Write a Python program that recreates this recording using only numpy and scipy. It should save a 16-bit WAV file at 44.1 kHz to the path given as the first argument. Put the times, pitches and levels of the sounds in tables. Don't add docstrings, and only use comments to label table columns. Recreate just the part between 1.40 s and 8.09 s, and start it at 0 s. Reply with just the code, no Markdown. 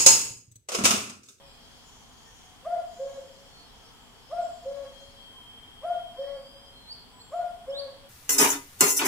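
import sys
import numpy as np
from scipy import signal
from scipy.fft import rfft, irfft, next_fast_len
from scipy.io import wavfile

SR = 44100
rng = np.random.default_rng(int(sys.argv[2]) if len(sys.argv) > 2 else 0)


def to_wav(sig):
    pcm = np.clip(np.atleast_2d(sig), -1, 1) * 32767
    pcm = np.round(pcm).astype(np.int16)
    wavfile.write(sys.argv[1], SR, pcm.T)


def ratio_of_db(decibels):
    return 10 ** (np.asarray(decibels, float) / 20)


N = 295029
TIME = np.arange(N) / SR
CALL_TIME = np.arange(N + SR) / SR - 1


def at_hz(points, hz):
    points_hz, points_db = np.transpose(points)
    return np.interp(np.log(hz), np.log(points_hz), points_db)


def drift(rate_hz):
    return np.interp(TIME * rate_hz, np.arange(400), rng.standard_normal(400))


def gate(rows, edge_s):
    total = np.zeros(N)
    for row in rows:
        to_nearest_end = np.minimum(TIME - row[0], row[0] + row[1] - TIME)
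        total += ratio_of_db(row[-1]) * np.clip(to_nearest_end / edge_s, 0, 1)
    return total


def correlated_pair(mid, side, alike):
    alike = np.clip(alike, -1, 1)
    return np.sqrt(1 + alike) * mid + np.sqrt(1 - alike) * side * [[1], [-1]]


def scatter(x, t60_s, wet_db, onset_s, alike):
    t = np.arange(3 * SR // 2) / SR
    mid, side = rng.standard_normal((2, len(t)))
    buildup = np.clip(t / onset_s, 0, 1) ** 2
    tail = correlated_pair(mid, side, alike) * ratio_of_db(-60 * t / t60_s) * buildup
    tail = tail / np.sqrt(np.mean(np.sum(tail ** 2, axis=1)))
    return ratio_of_db(wet_db) * signal.fftconvolve(x[None], tail, axes=1)[:, :len(x)]


def from_side(x, pan_db):
    return np.array([np.roll(x, 6) * ratio_of_db(pan_db / 2), x * ratio_of_db(-pan_db / 2)])


def glides(rows, early, rise, sharp, octave_db, waver_db):
    out = np.zeros(N)
    unsteady = ratio_of_db(waver_db * drift(25))
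    wobble = 1 + 0.006 * drift(55)
    for start_s, length_s, from_hz, to_hz, level_db in rows:
        on = (TIME >= start_s) & (TIME < start_s + length_s)
        u = (TIME[on] - start_s) / length_s
        hz = from_hz + (to_hz - from_hz) * (u + (4 * early - 2) * u * (1 - u))
        phase = 2 * np.pi * np.cumsum(hz * wobble[on]) / SR
        swell = np.minimum(u / rise, (1 - u) / (1 - rise)) ** sharp
        tone = np.sin(phase) + ratio_of_db(octave_db) * swell * np.sin(2 * phase)
        out[on] += ratio_of_db(level_db + 8) * swell * tone
    return out * unsteady


def air_floor(patchy_db):
    # hz, level_db (per Hz)
    floor_spectrum = [(12, -23), (22, 4.5), (282, -9), (958, -8.5), (1270, -13.5), (2680, -20),
                      (8180, -24.5), (15500, -33.5)]
    # centre_hz, width_hz, level_db
    dips_and_insects = [(250, 24.5, 5), (351.4, 25, -10), (580, 62, -8), (3224, 294, 11), (6440, 570, -6)]
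    # hz, likeness (-1 to 1)
    likeness = [(40, 0.69), (130, 0.3), (640, 0.45), (1400, .3), (3100, -0.33), (4500, -0.25),
                (7000, -0.16), (15000, 0.0087)]
    # hz, left_minus_right_db
    leaning = [(60, 1.3), (200, 2), (500, 0), (1290, -1), (2400, 1.5), (8000, 0.9), (15000, -2.5)]
    size = next_fast_len(N)
    hz = np.maximum(np.arange(size // 2 + 1) * SR / size, 1)
    mid, side = rfft(rng.standard_normal((2, size)))
    alike = np.clip(at_hz(likeness, hz), -1, 1)
    level_db = at_hz(floor_spectrum, hz) + at_hz(leaning, hz) * [[.5], [-.5]]
    for centre_hz, width_hz, band_db in dips_and_insects:
        level_db = level_db + band_db * np.exp(-((hz - centre_hz) / width_hz) ** 2)
    pair = correlated_pair(mid, side, alike) * ratio_of_db(level_db) / np.sqrt(1 + alike)
    octave = np.log2(hz / 16)
    together = drift(0.74)
    out = 0
    for centre in range(11):
        share = np.cos(np.pi / 2 * np.clip(octave - centre, -1, 1)) ** 2
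        swell = ratio_of_db(patchy_db * (0.37 * together + drift(4)))
        out = out + swell * irfft(pair * share, size)[:, :N]
    return ratio_of_db(-55.5) * out / np.sqrt(np.mean(out.mean(axis=0) ** 2))


def flock(bouts, low_hz, high_hz, trim_db):
    out = np.zeros(N + 1000)
    u = np.arange(1000) / 1000
    for when, pitch, slide, loudness in rng.random((1000, 4)):
        hz = low_hz + (high_hz - low_hz) * pitch + 1500 * (slide - .6) * (u - .5)
        at = int(when * N)
        chirp = np.sin(np.pi * u) ** 2 * np.sin(2 * np.pi * np.cumsum(hz) / SR)
        out[at:at + 1000] += ratio_of_db(8 * loudness) * chirp
    return ratio_of_db(trim_db) * gate(bouts, edge_s=0.14) * out[:N] / out.std()


def far_flocks():
    # start_s, length_s, level_db
    low_bouts = [
        (-.1, 0.66, -62),
        (.6, 0.24, -63),
        (1.3, 1.3, -64),
        (2.7, 1.17, -63),
        (4.68, 0.35, -57.5),
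        (0, 4, -65.5),
    ]
    # start_s, length_s, level_db
    high_bouts = [
        (0.2, 0.82, -60.5),
        (0.8, 0.35, -55.5),
        (1.8, .7, -64.5),
        (3.15, 0.66, -62),
        (0, 3.75, -61),
    ]
    low = flock(low_bouts, low_hz=3900, high_hz=5454, trim_db=-5.5)
    return low + flock(high_bouts, low_hz=5390, high_hz=7100, trim_db=-10)


def far_coos():
    # start_s, length_s, from_hz, to_hz, level_db
    coos = [(.005, 0.1, 2500, 2450, -69), (.58, 0.06, 2150, 2130, -70), (.7, .13, 1310, 1290, -71),
            (.7, 0.06, 950, 1060, -67), (.8, 0.14, 910, 890, -66), (.84, 0.069, 1950, 1750, -67),
            (1.03, 0.14, 740, 736, -67), (1.26, 0.07, 2030, 2060, -63), (1.41, .04, 1740, 1700, -65),
            (2.1, .15, 1340, 1320, -69), (2.35, 0.3, 1290, 1314, -73), (3.92, 0.12, 1100, 950, -60),
            (4.8, 0.12, 1700, 2050, -65), (5.72, 0.079, 1000, 1015, -64)]
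    return glides(coos, early=0.7, rise=0.25, sharp=0.4, octave_db=-40, waver_db=3)


def whistles():
    # start_s, length_s, from_hz, to_hz, level_db
    whistled = [(.06, .13, 7600, 7600, -74), (.04, .07, 5900, 4900, -70), (.12, .34, 4640, 4600, -75),
                (1.25, 1.05, 7350, 7350, -78), (2.1, .18, 4420, 4330, -66), (2.43, .08, 4600, 5800, -69),
                (2.5, .3, 7100, 7300, -77), (2.78, .3, 5000, 5400, -73), (3.61, .08, 4300, 4300, -69),
                (3.79, .08, 4450, 4400, -72), (4.94, .37, 4550, 4950, -64.5), (5.33, .17, 4170, 4200, -63),
                (5.53, .12, 4750, 4250, -64), (5.72, .3, 7900, 7480, -68), (5.85, .27, 7100, 7000, -81),
                (5.96, .08, 4200, 4200, -72)]
    return glides(whistled, early=0.88, rise=0.4, sharp=0.4, octave_db=-49.5, waver_db=1.8)


def long_note():
    # start_s, length_s, pitch_hz, level_db (rms)
    phrases = [
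        (3.45, .24, 3235, -62),
        (3.76, .5, 3185, -59),
        (4.27, .24, 3190, -63),
        (4.49, .24, 3195, -57.5),
        (4.75, .23, 3180, -57.5),
        (4.97, .43, 3190, -65),
    ]
    start_s, length_s, pitch_hz, _ = np.transpose(phrases)
    hz = np.interp(TIME, start_s + length_s / 2, pitch_hz) + 14 * drift(55)
    phase = 2 * np.pi * np.cumsum(hz) / SR
    return gate(phrases, edge_s=0.019) * ratio_of_db(7.5 + 1.2 * drift(35)) * np.sin(phase)


def trills():
    # start_s, length_s, top_hz, drop_hz, level_db
    buzzes = [
        (0.444, 0.057, 7220, 586, -53.5),
        (0.513, 0.43, 7100, 1280, -63),
        (1.479, 0.34, 6990, 1424, -57),
        (1.872, 0.53, 6895, 1170, -74),
        (2.952, .1, 8440, 883, -66),
        (3.01, 0.061, 7726, 805, -54),
        (3.12, 0.048, 7650, 1014, -56),
        (4.75, 0.22, 5600, 2210, -57),
    ]
    run = [(3.6 + 0.1 * k, 0.034, 7000 - 39.3 * k, 646, -62 - 3 * k) for k in range(5)]
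    sweeps = np.cumsum(44 * (1 + 0.1 * drift(30))) / SR
    out = np.zeros(N)
    for start_s, length_s, top_hz, drop_hz, level_db in [*buzzes, *run]:
        on = (TIME >= start_s) & (TIME < start_s + length_s)
        u = TIME[on] - start_s
        within = (sweeps[on] - sweeps[on][0]) % 1
        phase = 2 * np.pi * np.cumsum(top_hz - drop_hz * within ** 2.2) / SR
        envelope = np.sin(np.pi * within) ** 0.17 * np.sin(np.pi * u / length_s) ** 0.24
        out[on] += ratio_of_db(level_db - 2.5) * envelope * np.sin(phase)
    return out * ratio_of_db(2 * drift(14))


def near_sweeps():
    # start_s, length_s, from_hz, to_hz, level_db
    rising = [
        (5.455, 0.082, 3800, 4950, -43.5),
        (5.785, 0.04, 3950, 4550, -53),
        (6.285, 0.028, 4850, 5600, -58),
        (6.29, .122, 2700, 4850, -41),
    ]
    return glides(rising, early=0.42, rise=0.9, sharp=1.35, octave_db=-22, waver_db=1)


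def twigs():
    # start_s, level_db (peak)
    snaps = [
        (2.6, -58),
        (4.865, -52),
        (6.42, -54),
    ]
    out = np.zeros(N)
    decay = np.exp(-np.arange(400) / SR / .002)
    for start_s, level_db in snaps:
        at = round(start_s * SR)
        out[at:at + 400] += ratio_of_db(level_db - 6) * rng.standard_normal(400) * decay
    return signal.sosfilt(signal.butter(2, [2500, 6500], "band", fs=SR, output="sos"), out)


def breath_noise():
    # hz, level_db (per Hz)
    breath_spectrum = [(330, -40), (500, -12), (600, 6), (800, -12), (1200, -15), (4000, -32), (9000, -33),
                       (13000, -48)]
    size = next_fast_len(N + SR)
    hz = np.arange(1, size // 2 + 2) * SR / size
    spectrum = rfft(rng.standard_normal(size)) * ratio_of_db(at_hz(breath_spectrum, hz))
    breath = irfft(spectrum, size)[:N + SR]
    return breath / breath.std()


def overtone_series(pitch, orders):
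    # multiple (of pitch), centre_hz, width_hz, level_db
    beak = [(7, 4900, 60, -36), (15, 10300, 150, -36)]
    phase = 2 * np.pi * np.cumsum(pitch) / SR
    out = sum(ratio_of_db(db) * np.sin(multiple * phase) for multiple, db in orders)
    for multiple, centre_hz, width_hz, db in beak:
        resonance = np.exp(-((multiple * pitch - centre_hz) / width_hz) ** 2)
        out = out + ratio_of_db(db) * resonance * np.sin(multiple * phase)
    return out


def cuckoo_voice():
    # start_s, wait_s (to the low note), high_hz, low_hz, fade_db_per_s (extra, on the high note)
    calls = [
        (1.232, 0.34, 708.4, 554.6, 55),
        (2.893, 0.34, 709, 560.4, 5),
        (4.413, .349, 712.8, 561.7, 0),
        (5.905, 0.35, 715.8, 561, -54),
    ]
    # after_s (its start), pitch_hz, level_db (peak)
    high_note = [(0, 503, -60), (.014, 542, -53), (.028, 607, -39.5), (.042, 693.5, -26),
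                 (.065, 693.2, -26.5), (.1, 713, -26), (.135, 643, -41), (.18, 752, -50)]
    low_note = [(0.012, 503, -63), (.022, 530.4, -46.5), (.031, 530, -33), (.045, 550.6, -34),
                (.08, 558.3, -36), (.13, 563.2, -40), (0.182, 559, -48), (.225, 526.2, -44.5),
                (.26, 567, -57)]
    # after_s (the note's start), pitch_hz, level_db
    high_shape = [(.008, 465.7, -60), (.024, 593, -26), (.045, 673, -30.5), (.1, 719, -28),
                  (.15, 710, -28.5), (.21, 690, -36.5), (.23, 668.5, -71)]
    low_shape = [(0, 484, -43.5), (.03, 547.4, -43), (.1, 551.4, -41.5), (0.2, 560.8, -37),
                 (.235, 548, -38.5), (0.259, 570, -68)]
    # multiple (of pitch), level_db (re fundamental)
    high_orders = [(2, -22.5), (3, -46.5)]
    low_orders = [(.5, -31), (1.5, -25), (2, -19), (2.5, -30.5), (3, -25), (4, -31.5)]
    fundamental, effort, overtones = np.zeros((3, N + SR))
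    earlier = np.array(calls[0]) - [1.98, 0, 0, 0, 0]
    notes = []
    for start_s, wait_s, high_hz, low_hz, fade in [earlier, *calls]:
        notes.append((start_s, high_hz / 713, fade, high_note, high_shape, high_orders))
        notes.append((start_s + wait_s, low_hz / 561, 0, low_note, low_shape, low_orders))
    for start_s, scale, fade, note, shape, orders in notes:
        after, hz, db = np.transpose(note)
        db = db + fade * np.maximum(after - 0.065, 0)
        on = (CALL_TIME >= start_s) & (CALL_TIME <= start_s + after[-1])
        t = CALL_TIME[on] - start_s
        phase = 2 * np.pi * np.cumsum(np.interp(t, after, hz * scale)) / SR
        envelope = np.interp(t, after, ratio_of_db(db) * (after < after[-1]))
        fundamental[on] += envelope * np.sin(phase)

        after, hz, db = np.transpose(shape)
        on = (CALL_TIME >= start_s) & (CALL_TIME <= start_s + after[-1])
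        t = CALL_TIME[on] - start_s
        effort[on] = np.interp(t, after, ratio_of_db(db))
        overtones[on] = overtone_series(np.interp(t, after, hz * scale), orders)
    waver = ratio_of_db(4 * np.pad(drift(50), (SR, 0)))
    return fundamental, effort * (waver * overtones + ratio_of_db(-21.5) * breath_noise())


def echo_paths():
    # delay_ms, gain (signed)
    left_echoes = [(0.0, 1.13), (2.0, 0.47), (3.9, 0.026), (13.4, -0.54), (16.1, -0.17), (31.7, 0.056),
                   (40.1, -0.42), (48.8, 0.48), (50.6, -0.35), (58.7, 0.63), (65.5, 0.12), (100.0, 0.42),
                   (132.4, 0.26), (177.1, -0.23)]
    right_echoes = [(0.0, 1), (2.7, -0.32), (6.1, 0.14), (10.2, -0.49), (17.7, -0.5), (23.8, -0.098),
                    (27.9, 0.22), (39.5, 0.12), (53.7, -0.69), (59.9, -0.39), (64.4, 0.29), (105.4, 0.15),
                    (141.3, 0.25), (183.4, 0.14)]
    paths = np.zeros((2, SR // 2))
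    for channel, echoes in enumerate((left_echoes, right_echoes)):
        for delay_ms, gain in echoes:
            paths[channel, round(delay_ms * SR / 1000)] = gain
    return paths


def cuckoo():
    fundamental, overtones = cuckoo_voice()
    echoed = 0.45
    voice = fundamental + echoed * overtones
    heard = signal.fftconvolve(voice[None], echo_paths(), axes=1)[:, :N + SR]
    heard = heard + (1 - echoed) * overtones
    wood = scatter(voice, t60_s=1.4, wet_db=-12.5, onset_s=0.13, alike=0.89)
    return (heard + wood)[:, SR:]


def scene():
    buzz = trills() + far_flocks()
    low = far_coos()
    far = whistles() + long_note()
    near = near_sweeps() + twigs()
    birds = 0.51 * from_side(buzz, pan_db=11) + scatter(buzz, t60_s=0.6, wet_db=-1.7, onset_s=0.016, alike=0)
    birds += 0.35 * low + scatter(low, t60_s=0.5, wet_db=-3, onset_s=0.013, alike=0.6)
    birds += from_side(far, pan_db=6.5) + scatter(far, t60_s=0.29, wet_db=-3.5, onset_s=0.021, alike=-0.11)
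    birds += from_side(near, pan_db=-1) + scatter(near, t60_s=0.6, wet_db=-5, onset_s=0.015, alike=-0.19)
    return air_floor(patchy_db=0.7) + birds + cuckoo()


def low_pass(x):
    return signal.sosfilt(signal.butter(12, 15660, fs=SR, output="sos"), x)


def record(dry):
    return low_pass(dry)


dry = scene()
out = record(dry)
to_wav(out)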